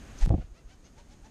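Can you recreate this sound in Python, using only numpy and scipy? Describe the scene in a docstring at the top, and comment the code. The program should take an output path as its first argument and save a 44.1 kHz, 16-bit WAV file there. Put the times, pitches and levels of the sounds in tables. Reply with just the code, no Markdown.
"""Pigeon taking off from a hand.

The bird launches close to the microphone and flies off across a quiet garden. Each wingbeat
swishes and sets the flight feathers fluttering in a brief whistle; the nearest also push a slow
pressure wave. The wake buffets the microphone, whose gain ticks down in steps and creeps back."""
import sys
import numpy as np
from scipy import signal
from scipy.fft import rfft, irfft
from scipy.io import wavfile
from scipy.ndimage import uniform_filter1d

SR = 44100
rng = np.random.default_rng(int(sys.argv[2]) if len(sys.argv) > 2 else 0)


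def waveform_to_disk(signal):
    """Save audio, clipped to [-1, 1], as 16-bit WAV at the path in sys.argv[1]."""
    frames = np.transpose(np.atleast_2d(signal))
    scaled = np.clip(frames, -1, 1) * 32767
    samples = np.round(scaled).astype(np.int16)
    wavfile.write(sys.argv[1], SR, samples)


N = 57330

# garden air: freq_hz, density_db
AIR_SPECTRUM = [(15, -3.5), (40, 4), (90, -7), (170, -10.5), (300, -12.5), (500, -22), (850, -26.5),
                (1400, -29.5), (3000, -36), (5700, -37), (6550, -28), (7200, -36.5), (9000, -39.5),
                (11000, -48.5), (13500, -48)]
# plumage on the hand: freq_hz, density_db
RUSTLE_SPECTRUM = [(150, -14), (500, -1.5), (1500, -2.5), (3000, -6.5), (6000, -19.5), (12000, -33)]
# hollow tones of the first stroke: centre_hz, width_oct, level_db
LAUNCH_TONES = [(818, 0.071, -42.5), (1930, .1, -48)]
# feather scuffs, thin squeaks and small sharp ticks: centre_s, half_s, level_db, centre_hz, width_oct
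SCUFFS_AND_TICKS = [(0.1885, 0.0033, -50.5, 6200, 0.068), (0.201, 0.026, -57, 5030, 0.49),
                    (0.254, 0.0065, -51, 3740, 1.1), (0.285, 0.011, -57.5, 3800, .8),
                    (0.314, 0.0009, -45, 2800, .3), (0.3265, 0.0013, -47.5, 3800, .3),
                    (0.383, 0.03, -57, 2460, 0.77), (.445, 0.017, -60.5, 2480, 0.74),
                    (0.86, 0.01, -56, 6370, 0.021), (1.262, 0.006, -56, 6100, .025)]
# wingbeats: centre_s, half_s, swish_db, swish_tilt_db_oct, pitch_hz, whistle_db, whistle_tilt_db_oct
WINGBEATS = [(0.225, 0.013, -46, 2.5, 797.5, -58, 4), (0.418, 0.011, -48, -2, 721, -47.5, -2),
             (.578, 0.022, -58, 1, 668, -54.5, 4), (.715, .020, -54.5, 2, 756, -53.5, 3),
             (0.861, 0.018, -55.5, -0.5, 715, -57, 7.5), (0.993, 0.018, -51, 0.5, 924, -54, -29),
             (1.122, 0.019, -56, 2.5, 830, -57.5, -1.5), (1.258, .016, -55, 0, 868, -53.5, -5)]
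# air through feathers: freq_hz, density_db
SWISH_SPECTRUM = [(200, -35.5), (500, 15), (900, 4.5), (2000, 4), (3800, 0), (5200, -1), (6500, -1),
                  (7500, -7), (11000, -23), (12300, -48)]
# feather flutter: harmonic, level_db
FLUTTER_HARMONICS = [(1, 11), (2, 6), (3, 0.5), (4, 0), (5, -7.5), (6, -9.5), (7, -7), (8, -9), (9, -11)]
# pressure waves of the nearest strokes: centre_s, half_s, suction_db
PRESSURE_WAVES = [(0.2375, 0.0078, -10.5), (0.401, .006, -17), (0.521, 0.0061, -27), (0.664, 0.0066, -32)]
# wake eddies: hit_s, turbulence_db, decay_s, tilt_db_oct, kick_db, ring_db
EDDIES = [(0.2738, -16.5, 0.0056, -4, -14.5, -46), (.305, -10, 0.012, 1.5, -1, -15.5),
          (.323, -6, .009, -2, -4, -25), (.341, -8.5, 0.0074, -1, -3, -27),
          (.363, -26, 0.015, -3, -23, -57), (.380, -23.5, 0.021, -1, -16.5, -44),
          (0.443, -37, 0.065, -13, -28.5, -76)]
# eddy turbulence: freq_hz, density_db
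EDDY_SPECTRUM = [(15, -6.5), (35, 0), (65, -6), (105, -1.5), (190, -11), (310, -14.5), (410, -25),
                 (520, -19), (720, -23.5), (950, -38.5), (1400, -50), (3000, -64), (8000, -90)]
# microphone housing modes: freq_hz, level_db, decay_s
HOUSING_MODES = [(529, 0, 0.0063), (680.7, 0, 0.0075), (798, -7.5, .007), (1127, -14.5, 0.0045)]


def undb(db):
    """Decibels to gain."""
    return 10 ** (np.asarray(db) / 20)


def unit_rms(x):
    """Scale to rms 1."""
    return x / np.sqrt(np.mean(x ** 2) + 1e-20)


def since(at_s):
    """Seconds since at_s."""
    return np.arange(N) / SR - at_s


def bell(at_s, half_s):
    """Gaussian envelope, peak 1."""
    return np.exp(-.5 * (since(at_s) / half_s) ** 2)


def octaves(hz):
    """Octaves from hz to each spectral bin."""
    return np.log2(np.maximum(np.arange(N // 2 + 1) * SR / N, 1) / hz)


def noise(bin_db):
    """Noise of rms 1, shaped per bin."""
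    return unit_rms(irfft(rfft(rng.standard_normal(N)) * undb(bin_db), N))


def colour(spectrum):
    """Interpolate a spectrum table to dB per bin."""
    hz, db = np.array(spectrum, float).T
    return np.interp(octaves(1), np.log2(hz), db)


def band(hz, width_oct):
    """Noise in one steep-skirted resonance."""
    return noise(-30 * np.log10(1 + (octaves(hz) / width_oct) ** 2 / 2))


def wander(rate_hz):
    """Smooth random signal of rms 1."""
    return noise(-40 * np.log10(1 + 4 ** octaves(rate_hz)))


def garden():
    """Steady outdoor rumble and thin hiss."""
    return undb(-45.5) * noise(colour(AIR_SPECTRUM))


def take_off(rustle_end_s=.284, fade_s=.039):
    """Plumage rustles on the hand; the first, hardest stroke rings hollow."""
    fade = np.clip(-since(rustle_end_s) / fade_s, 0, 1)
    rustle = undb(-58.5) * noise(colour(RUSTLE_SPECTRUM)) * fade
    hollow = sum(undb(db) * band(hz, width_oct) for hz, width_oct, db in LAUNCH_TONES)
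    return rustle + bell(at_s=.2303, half_s=.0067) * hollow


def garden_echo(x, delay_s=.024, t60_s=1, cutoff_hz=3840):
    """Bushes and walls scatter back a faint, dull tail."""
    t = since(delay_s)
    dull = noise(-10 * np.log10(1 + 4 ** octaves(cutoff_hz)))
    tail = dull * (t > 0) * undb(-60 * np.abs(t) / t60_s)
    return undb(-13) * signal.fftconvolve(x, tail / np.sqrt(np.sum(tail ** 2)))[:N]


def scuffs_and_ticks():
    """Feather scuffs, thin squeaks and small sharp ticks: brief bands of noise."""
    return sum(undb(db) * bell(at_s, half_s) * band(hz, width_oct)
               for at_s, half_s, db, hz, width_oct in SCUFFS_AND_TICKS)


def airspeed(at_s, half_s):
    """Bell-like airflow over the feathers in one stroke, peak 1."""
    return np.exp(-.5 * np.abs(since(at_s) / half_s) ** 1.83)


def wing_swishes(grain_db=1.07):
    """Air rushes through the feathers at each stroke, slightly grainy."""
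    out = 0
    for at_s, half_s, db, tilt_db_oct, *_ in WINGBEATS:
        envelope = undb(db + grain_db * wander(330)) * airspeed(at_s, half_s)
        out += envelope * noise(colour(SWISH_SPECTRUM) + tilt_db_oct * octaves(3000))
    return out


def feather_flutter(at_s, half_s, hz, tilt_db_oct, rise_per_s=2.7, bend_s=.115, flicker_db=1.8):
    """One wing's feathers flutter: a harmonic tone that climbs with the stroke and levels off."""
    t = np.clip(since(at_s), -2 * half_s, 2 * half_s)
    jitter = .006 * wander(400)
    pitch_hz = hz * np.exp(rise_per_s * t - (t / bend_s) ** 2 + jitter)
    phase = 2 * np.pi * (np.cumsum(pitch_hz) / SR + rng.random())
    tone = sum(undb(db + tilt_db_oct * np.log2(k)) * np.sin(k * phase + 2 * np.pi * rng.random())
               for k, db in FLUTTER_HARMONICS)
    return unit_rms(tone * undb(flicker_db * wander(130)))


def wing_whistles(detune=.04, far_gain=.2):
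    """Both wings whistle at each stroke, the far one lower and fainter."""
    out = 0
    for at_s, half_s, _, _, hz, db, tilt_db_oct in WINGBEATS:
        near = feather_flutter(at_s, half_s, hz, tilt_db_oct)
        far = feather_flutter(at_s, half_s, hz * (1 - detune), tilt_db_oct)
        out += undb(db) * (near + far_gain * far) * airspeed(at_s, half_s)
    return out


def pressure_waves():
    """A near wing sweeps past: pressure, suction, pressure."""
    return sum(undb(db) * ((since(at_s) / half_s) ** 2 - 1) * bell(at_s, half_s)
               for at_s, half_s, db in PRESSURE_WAVES)


def housing_ring(at_s, rise_s=.0011):
    """The microphone housing rings, short and hollow, under an eddy."""
    t = np.maximum(since(at_s), 0)
    modes = sum(undb(db) * np.exp(-t / decay_s) * np.sin(2 * np.pi * hz * t)
                for hz, db, decay_s in HOUSING_MODES)
    return (1 - np.exp(-(t / rise_s) ** 2)) * modes


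def wake(rise_s=.0016, kick_half_s=.0022):
    """Each eddy hits the microphone: push-pull pressure kick, dull turbulence, housing ring."""
    out = 0
    for at_s, db, decay_s, tilt_db_oct, kick_db, ring_db in EDDIES:
        t = since(at_s)
        envelope = np.where(t < 0, bell(at_s, rise_s), np.exp(-np.abs(t) / decay_s))
        burst = noise(colour(EDDY_SPECTRUM) + tilt_db_oct * np.maximum(octaves(55), 0)) * envelope
        burst *= np.sqrt(np.sum(envelope ** 2) / np.sum(burst ** 2))
        kick_s = at_s + kick_half_s
        kick = -since(kick_s) / kick_half_s * bell(kick_s, kick_half_s)
        out += undb(db) * burst + undb(kick_db) * kick + undb(ring_db) * housing_ring(at_s)
    return out


def gain_control(x, block_s=.032, limit_db=-21.5, range_db=9.5, max_step_db=5.5, recover_db_s=3.5):
    """Loud blocks step the gain down with a tick, to at most range_db; in quiet it creeps back."""
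    gain_db, ticks = np.zeros(N), np.zeros(N)
    cut_db = target_db = 0
    first_block_s, tick_decay_s = .0051, .019
    edges = (np.arange(first_block_s, N / SR, block_s) * SR).astype(int)
    for start, end in zip(edges[:-1], edges[1:]):
        loud = np.std(x[start:end]) > undb(limit_db)
        target_db = range_db if loud else max(target_db - recover_db_s * block_s, 0)
        step_db = min(target_db - cut_db, max_step_db)
        cut_db += step_db
        gain_db[end:] = -cut_db
        ticks[end:] += max(step_db, 0) / max_step_db * np.exp(-np.arange(N - end) / SR / tick_decay_s)
    ticks = signal.sosfilt(signal.butter(10, 10200, fs=SR, output="sos"), ticks)
    return x * undb(uniform_filter1d(gain_db, size=64)) - undb(-25.5) * ticks


def scene():
    """Bird, wake and garden at one microphone."""
    rush = wing_swishes() + take_off()
    bird = rush + garden_echo(rush) + wing_whistles() + pressure_waves()
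    return (bird + scuffs_and_ticks() + wake() + garden())[None, :]


def record(dry, low_hz=4, top_hz=13500):
    """Rumble filter, stepped gain control, steep low-pass."""
    highpass = signal.butter(1, low_hz, "high", fs=SR, output="sos")
    lowpass = signal.ellip(8, .2, 70, top_hz, fs=SR, output="sos")
    levelled = gain_control(signal.sosfilt(highpass, dry[0]))
    return signal.sosfilt(lowpass, levelled)[None, :]


dry = scene()
out = record(dry)
waveform_to_disk(out)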